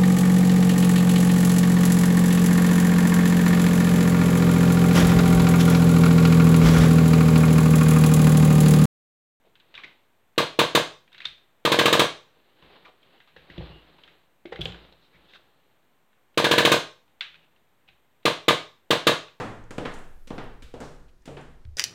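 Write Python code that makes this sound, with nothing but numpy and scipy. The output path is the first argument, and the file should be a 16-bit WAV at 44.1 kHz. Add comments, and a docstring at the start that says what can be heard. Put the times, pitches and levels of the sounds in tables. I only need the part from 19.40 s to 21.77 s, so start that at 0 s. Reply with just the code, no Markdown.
"""High heels cross a wooden floor in an open, hard-floored house, walking away from a small microphone.
From start to end, shaped noise gives deep rumble and faint hiss; the rumble's level rises and falls.
Throughout, contacts of board, shoe and tip sound as struck modes, and joists boom under several steps as low modes.
Dry ticks, scuffs and swishes are interspersed among them: random grit through a broad resonance.
Contacts, scuffs and swishes are convolved with a room: direct sound, echoes, a tail dying band by band."""
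import sys
import numpy as np
from scipy import signal
from scipy.fft import rfft, irfft
from scipy.io import wavfile

SR = 44100
rng = np.random.default_rng(int(sys.argv[2]) if len(sys.argv) > 2 else 0)


def gain_from_db(level_db):
    """Turn a decibel level (scalar or array-like) into a linear amplitude factor."""
    decades = np.asarray(level_db, float) / 20
    return 10 ** decades


def wrap_up_sound(samples):
    """Save the sound to the file named by the first command line argument, as 16-bit audio."""
    columns = np.atleast_2d(samples).T
    # keep every value between -1 and 1, then stretch to whole-number steps
    tamed = np.clip(columns, -1, 1)
    steps = np.round(tamed * 32767).astype(np.int16)
    wavfile.write(sys.argv[1], SR, steps)


N = 104472
LEAD = 2048  # samples of run-in, so that sounds may start before time 0


def evened(x):
    """Normalisation: equal power, rms 1."""
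    return x / np.sqrt(np.mean(x ** 2) + 1e-20)


def read(points, hz):
    """Interpolation on a logarithmic frequency axis; a curve that starts below -50 is cut off beneath."""
    f, value = np.transpose(points)
    below = -120 if value[0] < -50 else None
    return np.interp(np.log(hz + 1), np.log(f + 1), value, below)


def add(mix, s, sound):
    """Superposition: pressures add from time s [s] on."""
    part = mix[LEAD + round(s * SR):][:len(sound)]
    part += sound[:len(part)]


def boom(hz, db, rise, t60):
    """Modal resonance: a low joist mode swells and dies exponentially."""
    t = np.arange(SR) / SR
    swell = 1 - np.exp(-t / rise)
    decay = np.sqrt(2) * gain_from_db(db - 60 * t / t60)
    return decay * swell * np.sin(2 * np.pi * hz * t)


# Joists booming under the weight of a step:
# (time [s], frequency [Hz], level [dB], rise [s], T60 [s])
JOIST_BOOMS = [(-.02, 107.7, -44.5, 0.019, 1.7), (0.386, 111.8, -42.5, 0.018, 0.4),
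               (.91, 113.6, -54, 0.015, 1.8), (1.226, 65.4, -37, 0.033, 0.2),
               (1.411, 141.7, -42, 0.015, 0.52), (1.886, 143, -39, 0.036, 0.61),
               (2.253, 74.2, -36, 0.0081, 0.43), (2.253, 101.2, -39.5, 0.007, 0.25)]


def joist_booms(mix):
    """Forced response: the weight of a step excites single low modes of the joists."""
    for s, *row in JOIST_BOOMS:
        add(mix, s, boom(*row))


def ring(modes, shifts, sign):
    """Modal superposition: a struck body is a sum of dying sines; sign -1 opposes neighbours in phase."""
    t = np.arange(3000) / SR
    spread = .04  # largest detuning of a mode, as a fraction of its frequency
    total = 0
    for k, ((hz, db, t60), u) in enumerate(zip(modes, shifts)):
        decay = gain_from_db(db - 60 * t / max(t60, .0003))
        total = total + sign ** k * decay * np.sin(2 * np.pi * hz * (1 + spread * u) * t)
    return total


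# Modes of each struck part, before detuning, with levels relative within the part:
# (frequency [Hz], level [dB], T60 [s])
BOARD_MODES = [(180, -13.5, 0.025), (335, -10.5, 0.035), (506.7, -0.5, 0.042), (600, 6, 0.014),
               (800, 9.5, 0.0076)]
SHOE_MODES = [(1026, -3.74, 0.0026), (1400, 0.25, 0.0022), (2106, -3.54, 0.0017)]
TIP_MODES = [(2714, 26.5, 0.0013), (3780, 27.5, 0.00067), (4600, -26, 0.0005)]
FIZZ_MODES = [(7420, 12.5, 0.00081), (11340, -6, 0.00038)]
# How long the blow presses on the modes: (board [s], shoe [s], tip [s], fizz [s])
PUSH_S = (0.0012, 0.00049, 0.000093, 0.000021)


def contact(levels_db, shifts):
    """Impact excitation: a force pulse sets modes ringing, and a longer pulse excites less treble."""
    t, out = np.arange(400) / SR, 0
    radiates_hz = 201  # below this the boards hardly sound
    parts = (BOARD_MODES, SHOE_MODES, TIP_MODES, FIZZ_MODES)
    for modes, db, u, push in zip(parts, levels_db, shifts, PUSH_S):
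        force = t * np.exp(-t / push * 2)
        body = ring(modes, u, 1 if modes is BOARD_MODES else -1)
        x = signal.lfilter(*signal.butter(2, radiates_hz, "high", fs=SR), np.convolve(body, force))
        # a level of 0 dB has the energy of 20 ms at rms 1
        out = out + gain_from_db(db) * x * np.sqrt(SR / 50 / np.sum(x ** 2))
    return out


# Contacts of shoe and floor, with levels before the room:
# (time [s], board knock [dB], shoe clack [dB], tip tick [dB], fizz [dB])
CONTACTS = [(-.012, -35, -32.5, -43, -52), (.308, -44.5, -49.5, -54, -57.5),
            (0.382, -32, -42.5, -46.5, -57.5), (.453, -69, -42.5, -48, -82), (.457, -76, -38, -48, -61),
            (0.539, -80, -76, -90, -58), (0.874, -56, -87, -57.5, -65.5), (.905, -36.5, -47.5, -54, -70),
            (.981, -44.5, -41, -49.5, -68), (1.223, -58, -73, -56.5, -65), (1.34, -40.5, -54, -57.5, -66.5),
            (1.404, -44.5, -46.5, -56, -57), (1.416, -50, -48, -58, -67), (1.856, -59.5, -86, -56, -60),
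            (1.877, -38.5, -56, -56, -71), (1.971, -52, -47, -55.5, -80)]


def steps(mix, responses):
    """Convolution: each blow, slightly detuned, excites the room response of its place."""
    shifts = rng.uniform(-1, 1, (len(CONTACTS), 4, 5))
    for (s, *levels), u, h in zip(CONTACTS, shifts, responses):
        add(mix, s, signal.fftconvolve(contact(levels, u), h))


# First reflections, with delays before jitter and levels relative to the direct sound: (delay [s], level [dB])
ECHOES = [(.0043, -3), (.0078, -10)]
# Reverberation time of the rooms: (frequency [Hz], T60 [s])
ROOM_T60 = [(100, 0.73), (260, 0.7), (700, 0.59), (1840, 0.65), (4850, 0.53), (12800, 0.74)]
# Colour of the tail: (frequency [Hz], relative level [dB])
TAIL_COLOUR = [(100, 3.5), (300, -4.5), (800, 5), (2000, 1), (5000, 1), (12000, -1.5)]


def rooms(times):
    """Reverberation: direct sound and early echoes, with a tail that decays exponentially in each band."""
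    size, count = 36000, len(times)
    t = np.arange(size) / SR
    tail_db, build_s = 2.5, 0.0058
    scatter_db, scatter_t60 = -1, .05
    direct_db_per_s = -4  # the walker draws away: direct sound and echoes fade against the room
    echo_jitter = .05  # largest random change of an echo's delay, as a fraction
    direct = gain_from_db(direct_db_per_s * np.array(times))

    # sparse reflections: one tap of random sign in every 20 samples
    taps, grid = np.zeros((count, size)), np.arange(0, size, 20)
    places = grid + rng.integers(0, 20, (count, len(grid)))
    signs = rng.choice([-1., 1.], (count, len(grid)))
    np.put_along_axis(taps, places, signs, 1)

    hz, frame_s, z = signal.stft(taps, SR, nperseg=256)
    t60 = np.maximum(read(ROOM_T60, hz), .05)
    decay_db = read(TAIL_COLOUR, hz)[:, None] - 60 * frame_s / t60[:, None]
    out = signal.istft(z * gain_from_db(decay_db), SR, nperseg=256)[1][:, :size]
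    out *= 1 - np.exp(-(t / build_s) ** 2)
    out *= gain_from_db(tail_db) / np.sqrt(np.mean(np.sum(out ** 2, 1)))

    # furniture near the feet scatters densely at first
    near = rng.standard_normal((count, size)) ** 3 * gain_from_db(-60 * t / scatter_t60)
    out += gain_from_db(scatter_db) * near / np.sqrt(np.sum(near ** 2, 1, keepdims=True))

    out[:, 0] += direct
    for s, db in ECHOES:
        at = s * SR * (1 + echo_jitter * rng.uniform(-1, 1, count))
        out[np.arange(count), at.astype(int)] += gain_from_db(db) * direct
    return out


def noise(points):
    """Spectral shaping: white noise weighted by a spectrum, rms 1."""
    weights = gain_from_db(read(points, np.fft.rfftfreq(N, 1 / SR)))
    return evened(irfft(rfft(rng.standard_normal(N)) * weights, N))


# Shape of the rumble's spectrum: (frequency [Hz], relative density [dB per Hz])
RUMBLE_SPECTRUM = [(5, -61), (9, 2), (13, 17.5), (18, -3), (28, 5.5), (40, -28), (60, -59)]
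# Course of the rumble: (time [s], level [dB])
RUMBLE_LEVEL = [(0.0, -54), (0.07, -53), (0.47, -41), (0.51, -44), (0.98, -37.5), (1.48, -44.5),
                (2.36, -48)]


def rumble():
    """Amplitude modulation: deep noise follows a slow level curve."""
    level_db = np.interp(np.arange(N) / SR, *np.transpose(RUMBLE_LEVEL))
    return gain_from_db(level_db) * noise(RUMBLE_SPECTRUM)


# Shape of the hush's spectrum: (frequency [Hz], relative density [dB per Hz])
HUSH_SPECTRUM = [(20, -13), (35, -13), (56, -3.5), (86, -23), (300, -39), (370, -24.5), (430, -40),
                 (572, -37.5), (2660, -48), (4900, -49.5), (10000, -58), (14000, -58), (16000, -82)]


def hush():
    """Stationary noise: a steady low bed with faint hiss above it, at -56 dB rms."""
    return gain_from_db(-56) * noise(HUSH_SPECTRUM)


def grit_stroke(length, db, hz, width_hz):
    """Friction as dense random impulses: grit clicks under a short stroke, coloured by one broad resonance."""
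    t = np.arange(0, length, 1 / SR)
    clicks_per_s, grit_db = 15000, 3  # mean rate; scale of the random spread in click level
    e, u, g = rng.random((3, SR // 2))[:, :len(t)]
    heights = gain_from_db(-grit_db * np.log(e + 1e-3))
    grit = heights * (u < clicks_per_s / SR) * np.sign(g - .5)
    b, a = signal.iirpeak(min(hz, 18000), max(hz / width_hz, .3), SR)
    coloured = signal.lfilter(b, a, signal.lfilter(b, a, grit))
    stroke = np.sin(np.pi * (t / length) ** .5)  # strongest a quarter of the way through
    return gain_from_db(db) * stroke * evened(coloured)


# Small ticks, with level before the stroke's envelope and width for each of two filter passes:
# (time [s], level [dB], centre [Hz], width [Hz], length [s])
TICKS = [(.24, -58.5, 6800, 1989, 0.0019), (0.52, -65, 11000, 5040, 0.0044), (.585, -62, 8750, 6000, .014),
         (1.04, -64, 9000, 5100, 0.0041), (1.682, -66, 2600, 2500, 0.025),
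         (1.82, -68.5, 6400, 2000, 0.0072), (1.82, -73.5, 1850, 700, 0.042), (1.968, -46, 2550, 600, .008),
         (1.98, -61, 7900, 4000, .002), (2.013, -57, 7500, 3000, .002), (2.25, -56.5, 3300, 2550, 0.0048),
         (2.251, -55, 1400, 800, 0.0034)]


def dry_ticks(mix):
    """Free-field sound: brief grit strokes with no room behind them."""
    for s, db, hz, width_hz, length in TICKS:
        add(mix, s, grit_stroke(length, db, hz, width_hz))


# Sole scuffs and cloth swishes, with level before envelope and room, and width for each of two filter passes:
# (time [s], length [s], level [dB], centre [Hz], width [Hz])
SCUFFS = [(0.525, 0.043, -67, 8200, 2530), (0.577, 0.49, -82, 12000, 6960),
          (0.872, 0.013, -55.5, 4050, 5300), (0.936, 0.067, -78, 10900, 6000),
          (1.222, 0.012, -55.5, 3400, 1830), (1.226, 0.017, -69, 11000, 5000),
          (1.417, 0.046, -58.5, 4600, 2980), (1.86, 0.011, -66, 5700, 6140),
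          (1.968, 0.0077, -56, 2530, 700), (1.973, 0.1, -72.5, 7200, 4080)]


def scuffs(mix, responses):
    """Convolution: sliding friction of soles and cloth excites the room response of its place."""
    for (s, *row), h in zip(SCUFFS, responses):
        add(mix, s, signal.fftconvolve(grit_stroke(*row), h))


def scene():
    """Superposition of booms, steps, ticks and scuffs over rumble and hush."""
    mix = np.zeros(N + LEAD)
    responses = rooms([row[0] for row in CONTACTS + SCUFFS])
    joist_booms(mix)
    steps(mix, responses[:len(CONTACTS)])
    dry_ticks(mix)
    scuffs(mix, responses[len(CONTACTS):])
    return (mix[LEAD:] + rumble() + hush())[None]


def low_pass(x):
    """Removes everything above the highest recorded frequency."""
    return signal.sosfilt(signal.butter(12, 16230, fs=SR, output="sos"), x)


def record(dry):
    """Low-pass response: the microphone rolls off above 15.8 kHz."""
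    dull = signal.lfilter(*signal.butter(2, 15800, fs=SR), dry)
    return low_pass(dull)


dry = scene()
out = record(dry)
wrap_up_sound(out)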